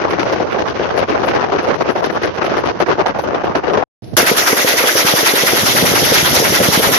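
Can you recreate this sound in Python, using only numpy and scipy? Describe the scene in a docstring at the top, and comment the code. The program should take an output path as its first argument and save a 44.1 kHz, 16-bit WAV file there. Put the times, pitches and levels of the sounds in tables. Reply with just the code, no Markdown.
"""Wind tears past the two microphone ports of a small camera on a fast open boat: gusts, lulls and buffets of
coloured noise kicks, and ringing slaps. Apart from the wind, band noise near 11 kHz goes on and off. A cut to
silence; then, on a dock at night, a light breeze puffs (sparse bass kicks), with faint tones and ticks, until an
automatic rifle fires about ten shots a second: harsh noise bursts in seven bands, ringing clatter of the action,
low ringing thumps, and noise echoes that thicken to a roar over a low rumble."""
import sys
import numpy as np
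from scipy import signal
from scipy.fft import rfft, irfft
from scipy.io import wavfile
from scipy.ndimage import uniform_filter1d

SR = 44100
rng = np.random.default_rng(int(sys.argv[2]) if len(sys.argv) > 2 else 0)


def convert_level_to_amplitude(level_db):
    """Map a level in decibels to its linear amplitude factor."""
    exponent = np.asarray(level_db, float) / 20
    return 10 ** exponent


def dump(signal):
    """Clip the signal to [-1, 1] and save it as 16-bit WAV at the path in sys.argv[1]."""
    limited = np.clip(np.atleast_2d(signal).T, -1, 1)
    pcm = np.round(limited * 32767).astype(np.int16)
    wavfile.write(sys.argv[1], SR, pcm)


N = 308009
T_S = np.arange(N) / SR


def rms_one(x):
    """Scales to rms 1."""
    return x / np.sqrt(np.mean(x ** 2) + 1e-20)


def in_time(rows):
    """Interpolates table columns over time."""
    s, *columns = np.transpose(rows)
    return [np.interp(T_S, s, c) for c in columns]


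def lasting(rows):
    """True between the first and last times of a table."""
    return (T_S > rows[0][0]) & (T_S < rows[-1][0])


def left_right(db):
    """Splits a left minus right difference evenly over the ports."""
    return db * np.array([[.5], [-.5]])


def ages(length_s):
    """Time in s since an onset."""
    return np.arange(round(length_s * SR)) / SR


def drift(rate_hz):
    """Two random curves of joint rms 1: noise through a double one-pole lowpass."""
    r = np.exp(-2 * np.pi * rate_hz / SR)
    noise = rng.standard_normal((2, N + 9000))
    return rms_one(signal.lfilter([1], [1, -2 * r, r * r], noise)[:, 9000:])


def colour(x, spectrum, size=4096, unit_power=True):
    """Causal (minimum phase) filter with the given spectrum; with unit_power white noise keeps its power."""
    hz, db = np.transpose(spectrum)
    grid = np.arange(size // 2 + 1) * SR / size
    cepstrum = irfft(np.interp(np.log(grid + 1), np.log(hz), db) * np.log(10) / 20)
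    cepstrum[1:size // 2] *= 2
    cepstrum[size // 2 + 1:] = 0
    taps = irfft(np.exp(rfft(cepstrum)))
    if unit_power:
        taps = taps / np.sqrt(np.sum(taps ** 2))
    return signal.oaconvolve(x, taps[None], axes=1)[:, :N]


def band(x, low_hz, high_hz):
    """Butterworth bandpass."""
    return signal.sosfilt(signal.butter(2, [low_hz, high_hz], "band", fs=SR, output="sos"), x)


def highpass(x, order, hz):
    """Butterworth highpass."""
    return signal.sosfilt(signal.butter(order, hz, "high", fs=SR, output="sos"), x)


def spikes(times_s, heights):
    """One-sample clicks over a negligible floor."""
    out = np.zeros(N)
    np.add.at(out, np.minimum((np.asarray(times_s) * SR).astype(int), N - 1), heights)
    return out + 1e-18


def ring(clicks, hz, t60_s):
    """A unit click sets a sine of initial height 1 ringing."""
    r, w = convert_level_to_amplitude(-60 / (t60_s * SR)), 2 * np.pi * hz / SR
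    return signal.lfilter([0, np.sin(w)], [1, -2 * r * np.cos(w), r * r], clicks)


def fading(clicks, t60_s):
    """Each click starts an exponential decay."""
    return signal.lfilter([1], [1, -convert_level_to_amplitude(-60 / (t60_s * SR))], clicks)


def late_right(x):
    """The right port hears the same sound slightly later."""
    lag_s = 0.0003
    return np.array([x, np.interp(np.arange(N) - lag_s * SR, np.arange(N), x)])


def eddies(per_s, spread_db, smooth):
    """Pressure kicks of small eddies, unrelated at the two ports, on a share of even noise."""
    strength_db = spread_db * np.minimum(rng.exponential(1, (2, N)), 4)
    kicks = (rng.random((2, N)) < per_s / SR) * convert_level_to_amplitude(strength_db)
    kicks *= rng.choice([-1, 1], (2, N))
    return rms_one(kicks) + smooth * rng.standard_normal((2, N))


def patchy(x, low_hz, high_hz, depth_db, rate_hz, together):
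    """Ten narrow bands each waver on their own, at both ports together or apart."""
    out, edges_hz = x, np.geomspace(low_hz, high_hz, 11)
    for low, high in zip(edges_hz, edges_hz[1:]):
        part = signal.sosfilt(signal.butter(1, [low, high], "band", fs=SR, output="sos"), x)
        waver = drift(rate_hz)
        waver = waver[0] if together else waver
        out = out + (convert_level_to_amplitude(depth_db * waver) - 1) * part
    return out


# shots: t/s, relative level/dB
SHOT_ROWS = [(4.167, -2), (4.26, -4), (4.362, -4), (4.464, -6.5), (4.563, -5.5), (4.667, -6), (4.769, -6.5),
             (4.865, -7), (4.96, -5), (5.058, -5.5), (5.156, -7.5), (5.255, -4.5), (5.351, -7.5),
             (5.459, -6), (5.556, -6.5), (5.655, -5), (5.754, -5), (5.85, -5), (5.945, -6), (6.041, -6),
             (6.134, -5), (6.242, -5.5), (6.338, -5), (6.435, -6), (6.532, -6.5), (6.621, -5.5),
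             (6.721, -5), (6.818, -4), (6.914, -6)]
# blast noise spectrum: f/Hz, density/dB
BLAST_SPECTRUM = [(25, -38.5), (130, -18.5), (250, -7), (460, -8.5), (700, -3.5), (1100, -11.5),
                  (1600, -7.5), (1950, -1), (2150, -5.5), (2400, -9.5), (3900, -10.5), (4550, -13.5),
                  (5300, -17), (5800, -14), (6400, -17), (11500, -17), (15000, -24.5)]
# blast bands: low f/Hz, high f/Hz, gain/dB, swell time factor, t60/s, relative echo level/dB,
# left-right likeness (power share), burst length/s, drop after burst/dB, first-shot offset/dB
BLAST_BAND_ROWS = [(30.2, 190, -0.5, 0.83, 0.85, -14.5, 0.9, 0.044, 2, 3),
                   (286, 670, 6.5, 4, 1, -11.5, 0.56, 0.045, 6.5, -1),
                   (870, 1834, 6, 1.13, 0.72, -13, 0.22, 0.038, 5.5, 0),
                   (1873, 2905, 6.5, 1.1, 0.41, -13.5, 0.27, 0.041, 0.5, -1.5),
                   (2930, 4560, 7.5, 1.44, 0.29, -11.5, 0.055, 0.036, 0, -1.4),
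                   (5020, 7620, 6.5, 1.7, 0.36, -9.5, 0.2, 0.035, 2.2, -1),
                   (7680, 21000, 9, 1, 0.4, -10, 0.012, 0.027, 6, 2.5)]


def blasts():
    """Each shot swells, holds, drops and dies at each band's pace; far echoes of all shots pile into a roar."""
    first_swell_s, swell_s = 0.00074, 0.0095   # the first cracks out of the quiet
    burst_edge_s, echo_t60_s, top_right_db = 0.0014, 6.75, 0.5
    noise = colour(eddies(per_s=2000.0, spread_db=2.5, smooth=0.97), BLAST_SPECTRUM)
    common_noise = colour(rng.standard_normal((1, N)), BLAST_SPECTRUM)[0]
    s, level_db = np.transpose(SHOT_ROWS)
    first = s == s[0]
    swells_s = np.where(first, first_swell_s, swell_s)
    age, out = ages(.6), 0
    for low_hz, high_hz, db, slower, t60_s, echo_db, alike, burst_s, drop_db, first_db in BLAST_BAND_ROWS:
        # power envelopes: dB doubled
        power = np.zeros(N + len(age))
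        heights = convert_level_to_amplitude(2 * (level_db + first_db * first))
        drop = drop_db / (1 + np.exp((burst_s - age) / burst_edge_s))
        fall = convert_level_to_amplitude(-120 * age / t60_s - 2 * drop)
        rises_s = np.maximum(swells_s * slower, 1e-4)
        for i, height, rise_s in zip((s * SR).astype(int), heights, rises_s):
            power[i:i + len(age)] += height * (1 - np.exp(-age / rise_s)) ** 2 * fall
        roar = fading(spikes(s, convert_level_to_amplitude(2 * (echo_db - 11))), echo_t60_s / 2)
        roar = uniform_filter1d(roar, size=3000, origin=1499)   # echoes set in gradually
        apart = np.sqrt(1 - alike) * band(noise, low_hz, high_hz)
        shared = np.sqrt(alike) * late_right(band(common_noise, low_hz, high_hz))
        pair = (apart + shared) * convert_level_to_amplitude(left_right(-top_right_db * (low_hz > 7000)))
        flutter_db = 0.2 * drift(30.0)[0] + 1.01 * drift(57.0)
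        out = out + convert_level_to_amplitude(db + flutter_db) * np.sqrt(power[:N] + roar) * pair
    return out


# rifle action modes: f/Hz, relative level/dB, t60/s
ACTION_MODE_ROWS = [(1430, -31, .012), (1890, -29, .016), (2150, -27.5, .022), (2320, -32, .018),
                    (2705, -32, .016), (5760, -33, .02)]


def action():
    """After each shot the bolt makes six uneven contacts, striking the modes with varying strengths."""
    delay_s, span_s, chance_db = .01, .04, 3
    s, level_db = np.transpose(SHOT_ROWS)
    times_s = s[:, None] + delay_s + span_s * rng.random((len(s), 6))
    out = np.zeros((2, N))
    for hz, db, t60_s in ACTION_MODE_ROWS:
        per_shot_db = chance_db * rng.standard_normal((len(s), 1))
        for side in out:
            per_contact_db = chance_db * rng.standard_normal(times_s.shape)
            heights = convert_level_to_amplitude(level_db[:, None] + 13.0 + db + per_shot_db + per_contact_db)
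            side += ring(spikes(times_s.ravel(), heights.ravel()), hz, t60_s)
    return out


def dips():
    """Gain: the roar sags just before each later shot, less as the echoes thicken."""
    half_s, depth_db, fill_s = 0.017, 3.5, 2.4
    s = np.transpose(SHOT_ROWS)[0]
    dip_db = depth_db * np.exp(-(s[1:] - s[0]) / fill_s)
    shape = np.hanning(round(2 * half_s * SR))
    return convert_level_to_amplitude(-np.convolve(spikes(s[1:] - 2.0 * half_s, dip_db), shape)[:N])


# low thumps: t/s, relative ring level/dB, relative push level/dB
THUMP_ROWS = [(4.2278, -9, -2), (4.3131, -5, 3.5), (4.5291, -3.5, -40), (4.6463, -6, -13),
              (4.738, -11, -35), (4.8392, -10, -39), (4.851, -16, -38), (4.953, -7.5, -37),
              (5.048, -14.5, -5), (5.1373, -9.5, -2.5), (5.2304, -10.5, -36), (5.3366, -8, -36),
              (5.4347, -8, -11), (5.5327, -5.5, -4), (5.632, -25.5, 0.5), (5.7498, -12, -12),
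              (5.8232, -7, 4), (5.8402, -15, -28), (5.916, -22, -5), (5.9366, -8.5, -27), (6.022, -14, -16),
              (6.0292, -11.5, -26), (6.1165, -20, -30), (6.1202, -6.5, -39), (6.2265, -40, -1),
              (6.3116, -33, -4), (6.328, -11, -5), (6.3706, -16, -7), (6.4006, -11.5, -3),
              (6.4222, -8.5, -22), (6.5013, -39, -4.5), (6.5223, -9, -18), (6.602, -6.5, -2),
              (6.614, -13.5, -9), (6.686, -9.5, 2.5), (6.775, -27, 1), (6.7945, -10.5, -31),
              (6.8514, -16.5, -38.5), (6.8714, -15.5, -1), (6.889, -10.5, -31)]
# thump modes: nominal f/Hz, left gain/dB, right gain/dB, t60/s
THUMP_MODE_ROWS = [(482, 11, 10.5, 0.025), (311, -10, -2, 0.043), (776, -1, 1, 0.016), (1500, 2, 4, 0.0071)]


def thumps():
    """A soft pressure step rings modes of varying strength and pitch, and pushes a lower, slower swing."""
    push_hz, push_t60_s, rise_s = 204, 0.021, 0.00033
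    pitch_spread, chance_db = .08, 1.5   # pitch_spread: log frequency
    after_db, after_t60_s, after_width_hz = -6.5, 0.13, 225
    s, ring_db, push_db = np.transpose(THUMP_ROWS)
    chance = rng.standard_normal((len(s), len(THUMP_MODE_ROWS) + 1))
    shifts = chance[:, -1]
    out = late_right(ring(spikes(s, convert_level_to_amplitude(push_db)), push_hz, push_t60_s))
    step = np.hanning(round(0.00074 * SR))   # the step takes a moment
    age = ages(.1)
    for (hz, left_db, right_db, t60_s), extra in zip(THUMP_MODE_ROWS, chance.T):
        rings = np.zeros(N + len(age))
        for i, db, shift in zip((s * SR).astype(int), ring_db + chance_db * extra, shifts):
            shape = (1 - np.exp(-age / rise_s)) * convert_level_to_amplitude(db - 60 * age / t60_s)
            shifted_hz = hz * np.exp(pitch_spread * shift)
            rings[i:i + len(age)] += np.sign(shift) * shape * np.sin(2 * np.pi * shifted_hz * age)
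        softened = np.convolve(rings, step / step.sum())[:N]
        out += late_right(softened) * convert_level_to_amplitude([[left_db], [right_db]])
    # near echoes keep the main mode sounding
    fade = fading(spikes(s + 0.0049, convert_level_to_amplitude(ring_db + after_db)), after_t60_s)
    hz = THUMP_MODE_ROWS[0][0]
    echo_noise = band(rng.standard_normal(N), hz - after_width_hz / 2, hz + after_width_hz / 2)
    out += late_right(fade * rms_one(echo_noise))
    return highpass(out, 2, 110.0)


def ducking(thump, depth, release_s):
    """Gain control: falls as the smoothed thump level rises, then recovers."""
    r = np.exp(-1 / (release_s * SR))
    level = signal.lfilter([1 - r], [1, -r], np.abs(thump).mean(axis=0))
    return 1 / (1 + depth * level)


# lulls: half-recovered t/s, length/s, depth/dB, left extra fall minus right/dB
LULL_ROWS = [(0.183, 0.034, 4.5, -3), (0.462, 0.027, 7.5, 14), (0.654, 0.03, 5.5, 4), (0.749, 0.025, 9, 6),
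             (0.955, 0.13, 4, 1.5), (1.082, 0.047, 12.5, 9), (1.186, 0.023, 3.5, 9),
             (1.401, 0.025, 7.5, -6), (1.519, 0.087, 5.5, 0), (1.636, 0.069, 7, -0.5),
             (1.79, 0.038, 8.5, -13), (1.848, 0.021, 17, 8), (1.955, 0.049, 13.5, 10), (2.031, 0.027, 9, 1),
             (2.152, 0.044, 10, 6), (2.212, 0.037, 8.5, 2), (2.375, 0.1, 11.5, 11.5), (2.409, 0.021, 23, 3),
             (2.641, 0.046, 7.5, 3), (2.803, 0.11, 10.5, 12.5), (2.877, 0.045, 13, 22.5),
             (2.981, 0.047, 10, 9.5), (3.06, 0.041, 10.5, 10), (3.143, 0.033, 12.5, 16),
             (3.237, 0.044, 13, 14), (3.308, 0.015, 4.5, -5), (3.4, 0.055, 1.5, 7.5),
             (3.551, 0.033, 8.5, 11), (3.632, 0.038, 15.5, 12)]


def lulls():
    """Loss in dB at each port: the wind sinks away, stays low and comes back fast."""
    sink_share, return_s = 0.35, 0.017
    loss_db = np.zeros((2, N))
    for end_s, length_s, depth_db, left_db in LULL_ROWS:
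        sink = (T_S - end_s + length_s) / (length_s * sink_share)
        shape = np.clip(np.minimum(sink, (end_s - T_S) / return_s + .5), 0, 1)
        loss_db += shape * (depth_db + left_right(left_db))
    return loss_db


# wind between lulls: t/s, relative level/dB, left minus right/dB, treble re level/dB
WIND_ROWS = [(0.0, -17, 3.5, -16), (0.5, -19, -1.5, -15), (1.0, -15.5, 5.5, -15.5), (1.5, -15, 3, -19.5),
             (2.0, -17, 1.5, -14.5), (2.5, -14.5, 1.5, -16.5), (2.95, -15, 4.5, -15.5),
             (3.3, -19, 1, -23.5), (3.6, -18, 3, -21), (3.86, -18.5, 6.5, -20.5)]
# buffets: t/s, relative level/dB, left minus right/dB, treble re level/dB
BUFFET_ROWS = [(0.104, -24.5, -5, -3), (0.193, -23.5, -6, 2), (0.268, -20, -5, -10),
               (0.322, -12.5, 4, -9.5), (0.397, -11.5, 5, -18), (0.52, -14, 6, -23),
               (0.585, -7.5, -1, -16.4), (0.675, -14, 10, -17), (0.791, -11, -7, -21),
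               (0.975, -13.5, 11, -9.5), (1.021, -16, -1, -39), (1.083, -13, -14, -22),
               (1.232, -22, 23, -15), (1.279, -17, -11, -7.5), (1.35, -23, -13, -12),
               (1.405, -21, -13, -10), (1.519, -16, -5, -12.5), (1.584, -15.5, -3, -9),
               (1.643, -27, -2, -6), (1.688, -37, 13, -4), (1.807, -8.5, 10, -20), (1.888, -8.5, 17, -20),
               (2.019, -13, 7, -37), (2.039, -25, -2, 7.5), (2.151, -20, 5, -27), (2.231, -7, 4, -11),
               (2.388, -13.5, 0, -24), (2.443, -19.5, 1, -7.5), (2.569, -15, 0, -17), (2.649, -27, 3, -14),
               (2.8, -7, -1.5, -12), (2.883, -9.5, -8, -29), (2.982, -25, 1, -29), (3.059, -8, 0, -12.5),
               (3.186, -16.5, 5, -6.5), (3.236, -25.5, 21, -12.5), (3.272, -21, 6, -10),
               (3.344, -27, 21, -9.5), (3.436, -19, 7.5, -18), (3.55, -5, 3.5, -13.5),
               (3.679, -21, -6, -11), (3.733, -11, -3, -12), (3.771, -7.5, 5, -16.5)]
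# wind body spectrum: f/Hz, density/dB
WIND_BODY_SPECTRUM = [(88, -37.5), (150, -11), (254, -4.5), (284, -2), (352, 2), (684, -1), (746, -2),
                      (1160, -6.5), (3000, -29), (3900, -59.5), (6600, -120)]
# wind treble spectrum: f/Hz, density/dB
WIND_TREBLE_SPECTRUM = [(900, -33.5), (1500, -3), (3800, -15), (5800, -16), (6400, -20.5), (7000, -35.5),
                        (7600, -53.5), (16000, -69.5)]
# slow-eddy spectrum: f/Hz, density/dB
WIND_LOWS_SPECTRUM = [(15, -58.5), (25, -20.5), (89, -2), (200, -6), (260, -22.5), (440, -120)]


def wind():
    """Gusts and buffets set the strength of the eddy kicks at each port; the ports colour them."""
    rise_s, t60_s = 0.0022, 0.09
    tilt_db, tilt_rate_hz, tilt_split_hz = 1, 15, 590
    dulling, lows_db = 0.041, -30   # dulling: extra treble dB lost per lull dB
    flecks_per_s, flecks_db = 240, -10.5
    level_db, pan_db, treble_db = in_time(WIND_ROWS)
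    loss_db = lulls()
    port_db = level_db + left_right(pan_db) - loss_db + 2.9 * drift(62.0) + 0.7 * drift(110.0)
    gust = lasting(WIND_ROWS) * convert_level_to_amplitude(port_db)
    surge, crackle, age = np.zeros((2, N)), np.zeros((2, N)), ages(t60_s)
    shape = (1 - np.exp(-age / rise_s)) * convert_level_to_amplitude(-60 * age / t60_s)
    for s, buffet_db, side_db, bright_db in BUFFET_ROWS:
        i = round(s * SR)
        push = convert_level_to_amplitude(buffet_db + left_right(side_db)) * shape
        surge[:, i:i + len(age)] += push
        crackle[:, i:i + len(age)] += push * convert_level_to_amplitude(bright_db)
    kicks = eddies(per_s=900.0, spread_db=3.5, smooth=0.52)
    fizz = kicks + 0.83 * rng.standard_normal((2, N))
    body = colour(kicks * (gust + surge), WIND_BODY_SPECTRUM)
    # small and large eddies take turns
    small = highpass(body, 1, tilt_split_hz)
    tilt = convert_level_to_amplitude(tilt_db * drift(tilt_rate_hz))
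    body = small * tilt + (body - small) / tilt
    bright = gust * convert_level_to_amplitude(treble_db - dulling * loss_db + 2.0 * drift(9.5)) + crackle
    spray = convert_level_to_amplitude(-43.0 + 2.5 * drift(3.2)) * rng.standard_normal((2, N))   # far hiss fills the lulls
    treble = colour(fizz * bright + spray, WIND_TREBLE_SPECTRUM)
    # lone sharp flecks in the gusts
    flecks = bright * eddies(flecks_per_s, spread_db=4.5, smooth=0)
    flecks = convert_level_to_amplitude(flecks_db) * band(band(flecks, 1300.0, 4500.0), 1300.0, 4500.0)
    # large slow eddies follow the gusts only in part
    slow_db = lows_db + 0.43 * (port_db + 19.5) + left_right(4.4)
    slow = rng.standard_normal((2, N)) * lasting(WIND_ROWS) * convert_level_to_amplitude(slow_db)
    return body + treble + flecks + colour(slow, WIND_LOWS_SPECTRUM)


# hard eddies: t/s, relative peak level/dB, ring f/Hz, left minus right/dB
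SLAP_ROWS = [(0.051, -7, 600, 0.0), (0.098, -10, 463, 0.5), (0.139, -9, 563, 5.5), (0.331, -6, 668, 5.5),
             (0.358, -10, 716, -2.0), (0.401, -6, 756, 2.0), (0.575, -8, 783, 1.5), (0.603, -5, 452, -2.5),
             (0.797, -4, 487, 1.0), (0.823, -8, 404, 2.5), (0.853, -8, 503, 3.5), (0.949, -9, 447, 3.0),
             (1.027, -5, 493, 5.0), (1.084, -9, 441, -1.0), (1.275, -5, 708, 0.5), (1.397, -8, 498, 4.5),
             (1.496, -11, 659, 1.5), (1.521, -7, 624, 3.5), (1.587, -8, 503, 2.5), (1.64, -8, 487, -0.5),
             (1.69, -6, 813, 0.0), (1.714, -8, 519, 4.5), (1.81, -3, 606, 1.5), (1.859, -11, 589, 0.5),
             (1.892, -5, 436, 3.5), (1.955, -12, 589, 6.0), (1.977, -9, 439, 5.0), (2.024, -8, 509, 4.5),
             (2.153, -10, 538, 4.5), (2.218, -10, 396, 3.0), (2.447, -7, 684, 2.0), (2.48, -8, 614, 3.0),
             (2.521, -7, 579, 3.0), (2.64, -7, 458, 5.0), (2.802, -4, 544, 0.0), (2.88, -6, 686, -1.5),
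             (2.983, -10, 433, 4.5), (2.999, -5, 482, 0.0), (3.058, -4, 762, 0.0), (3.152, -12, 705, 2.5),
             (3.189, -6, 501, -1.0), (3.239, -9, 552, 3.5), (3.442, -4, 668, 0.0), (3.552, -5, 458, 1.0),
             (3.64, -12, 544, 6.0), (3.686, -5, 440, 0.0), (3.726, -9, 452, -1.5), (3.739, -7, 800, 0.0),
             (3.78, -7, 480, 0.0), (3.826, -9, 719, 6.0)]


def slaps():
    """Each hard eddy rings both ports for a few cycles."""
    t60_cycles, rise_s = 8.0, .0012
    out, age = np.zeros((2, N)), ages(.04)
    for s, peak_db, hz, side_db in SLAP_ROWS:
        i = round(s * SR)
        shape = (1 - np.exp(-age / rise_s)) * convert_level_to_amplitude(-60 * age * hz / t60_cycles)
        wave = np.sin(2 * np.pi * hz * age) * shape
        wave = wave * convert_level_to_amplitude(peak_db) / np.abs(wave).max()
        out[:, i:i + len(age)] += wave * convert_level_to_amplitude(left_right(side_db)) * rng.choice([-1, 1])
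    return out


# on/off noise patches near 11 kHz: start t/s, length/s, relative level/dB, centre f/Hz
PATCH_ROWS = [(0.091, 0.049, -51, 10900), (0.181, 0.072, -57, 10800), (0.312, 0.038, -50, 11800),
              (0.508, 0.042, -58, 11500), (0.576, 0.039, -62, 10800), (0.658, 0.057, -57, 10800),
              (0.956, 0.058, -46, 10800), (1.07, 0.049, -59, 10800), (1.18, 0.029, -60, 11000),
              (1.229, 0.086, -51, 11200), (1.341, 0.031, -54, 11400), (1.518, 0.031, -61, 11800),
              (1.618, 0.039, -55, 10600), (1.658, 0.045, -57, 10400), (1.746, 0.029, -56, 10900),
              (1.794, 0.057, -61, 11500), (1.886, 0.058, -53, 10800), (1.938, 0.082, -60, 11300),
              (2.023, 0.052, -47, 10900), (2.094, 0.077, -57, 10900), (2.212, 0.067, -52.5, 10800),
              (2.338, 0.045, -62, 10900), (2.43, 0.051, -49, 10800), (2.558, 0.06, -52, 11000),
              (2.643, 0.045, -55, 10600), (2.79, 0.043, -47.5, 10800), (2.863, 0.043, -56, 11400),
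              (2.983, 0.036, -61, 10300), (3.051, 0.047, -50, 10500), (3.176, 0.081, -51.5, 11300),
              (3.434, 0.031, -56, 11300), (3.54, 0.057, -54, 10600), (3.711, 0.041, -59, 10300),
              (3.77, 0.039, -60, 10600)]


def high_band_patches():
    """Band noise near 11 kHz goes on and off while the wind plays, but is no part of it."""
    edge_s, width_hz = .012, 2200
    out = np.zeros((2, N))
    noise = eddies(per_s=500.0, spread_db=4.0, smooth=0.8) * convert_level_to_amplitude(3.0 * drift(40.0)[0])
    for s, length_s, db, hz in PATCH_ROWS:
        i, age = round(s * SR), ages(length_s)
        piece = slice(i, i + len(age))
        shape = np.clip(np.minimum(age, length_s - age) / edge_s, 0, 1) ** 2
        low_hz, high_hz = hz - width_hz / 2, hz + width_hz / 2
        patch = rms_one(band(band(noise[:, piece], low_hz, high_hz), low_hz, high_hz))
        out[:, piece] += convert_level_to_amplitude(db + 8.0) * shape * patch
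    return out


# low rumble under the firing: t/s, relative level/dB
RUMBLE_ROWS = [(4.17, -48.5), (4.2, -22), (4.29, -30), (4.69, -40), (5.2, -41), (5.56, -21.5),
               (5.79, -17.5), (6.6, -20), (6.98, -19.5)]


def rumble():
    """Low echoes roll about under the firing, renewed by each thump."""
    steady, t60_s = 0.73, 0.064
    level_db, = in_time(RUMBLE_ROWS)
    left, right, common = band(rng.standard_normal((3, N)), 81.0, 300.0)
    s, _, push_db = np.transpose(THUMP_ROWS)
    beat = fading(spikes(s, convert_level_to_amplitude(push_db / 2)), t60_s)
    firing = (T_S > SHOT_ROWS[0][0]) * (steady + beat)
    noise = rms_one(1.5 * np.array([left, right]) + late_right(common))
    return firing * convert_level_to_amplitude(level_db + 2.0 * drift(26.0)[0]) * noise


# dock breeze: t/s, relative level/dB, left minus right/dB
BREEZE_ROWS = [(4.021, -31, -10), (4.11, -33, -2), (4.142, -26, -20), (4.16, -44, 4)]
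# breeze spectrum: f/Hz, density/dB
BREEZE_SPECTRUM = [(15, -62), (25, -34), (44, -24), (91, -3), (144, -6.5), (177, -8.5), (257, -11),
                   (599, -17), (1190, -32), (5840, -35), (7610, -68), (10700, -30.5), (14000, -55)]


def breeze():
    """Light air before the first shot: sparse soft kicks in the bass over a faint hiss."""
    level_db, pan_db = in_time(BREEZE_ROWS)
    gain = lasting(BREEZE_ROWS) * convert_level_to_amplitude(level_db + left_right(pan_db) + 2.3 * drift(25.0))
    kicks = gain * eddies(per_s=300.0, spread_db=2.5, smooth=0.63)
    puffs = band(colour(kicks, BREEZE_SPECTRUM), 30.0, 984.0)
    hiss = band(colour(rng.standard_normal((2, N)), BREEZE_SPECTRUM), 950.0, 15000.0)
    before_firing = (T_S > BREEZE_ROWS[0][0]) & (T_S < SHOT_ROWS[0][0])
    return puffs + convert_level_to_amplitude(-34.0 + 1.6 * drift(30.0)) * hiss * before_firing


# dock ticks: t/s, relative rustle level/dB, relative bass bump level/dB
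TICK_ROWS = [(4.042, -38, -29), (4.078, -55, -30), (4.134, -50, -20), (4.138, -41, -33)]


def ticks():
    """A short bright noise rustle with a soft ringing bump under it."""
    s, rustle_db, bump_db = np.transpose(TICK_ROWS)
    fade = fading(spikes(s, convert_level_to_amplitude(rustle_db)), t60_s=0.045)
    rustle = fade * rms_one(band(rng.standard_normal((2, N)), 2700.0, 5800.0))
    bump = ring(spikes(s, convert_level_to_amplitude(bump_db)), hz=340, t60_s=0.036)
    return rustle + bump * convert_level_to_amplitude(left_right(-5))


# faint low tones: start t/s, length/s, from f/Hz, to f/Hz, relative level/dB
MOAN_ROWS = [(4.022, .04, 122, 122, -27), (4.045, 0.069, 150, 285, -34), (4.118, .036, 170, 230, -33)]


def moans():
    """Each sine swells and fades, steady or sliding up, nearer the right port."""
    out = np.zeros(N)
    for s, length_s, from_hz, to_hz, db in MOAN_ROWS:
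        i, n = round(s * SR), round(length_s * SR)
        phase = 2 * np.pi * np.cumsum(np.linspace(from_hz, to_hz, n)) / SR
        out[i:i + n] += convert_level_to_amplitude(db) * np.hanning(n) ** .5 * np.sin(phase)
    return out * convert_level_to_amplitude(left_right(-5))


def scene():
    """Boat wind to an abrupt cut, then the dock and the firing."""
    cut_s, fade_s = 3.839, .003
    thump = thumps()
    boat = patchy(wind(), 200.0, 3760.0, depth_db=3, rate_hz=13.6, together=False) + slaps()
    before_cut = (boat + high_band_patches()) * np.clip((cut_s - T_S) / fade_s, 0, 1)
    dock = breeze() + ticks() + moans()
    fire = patchy(blasts(), 635.0, 7800.0, depth_db=2, rate_hz=17.7, together=True) + action()
    fire = fire * dips() * ducking(thump, depth=1.9, release_s=0.051)
    return before_cut + dock + fire + thump + rumble()


def low_pass(x):
    """Removes everything above the highest recorded frequency."""
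    return signal.sosfilt(signal.butter(12, 14600, fs=SR, output="sos"), x)


# camera sound path: f/Hz, gain/dB
PORT_RESPONSE = [(20, -7), (60, -3), (110, -0.87), (6300, -0.2), (7400, -1.5), (8300, -14), (9200, -12.5),
                 (9900, -4), (14100, -3.5)]


def record(dry):
    """The microphone overloads on peaks, the sound path colours it, the top is cut."""
    cutoff_hz = 13950
    overloaded = 1.007 * np.tanh(dry / 1.22)
    coloured = colour(overloaded, PORT_RESPONSE, unit_power=False)
    lowpass = signal.ellip(10, .5, 70, cutoff_hz, fs=SR, output="sos")
    mix = np.clip(signal.sosfilt(lowpass, coloured), -1, 1)
    return low_pass(mix)


dry = scene()
out = record(dry)
dump(out)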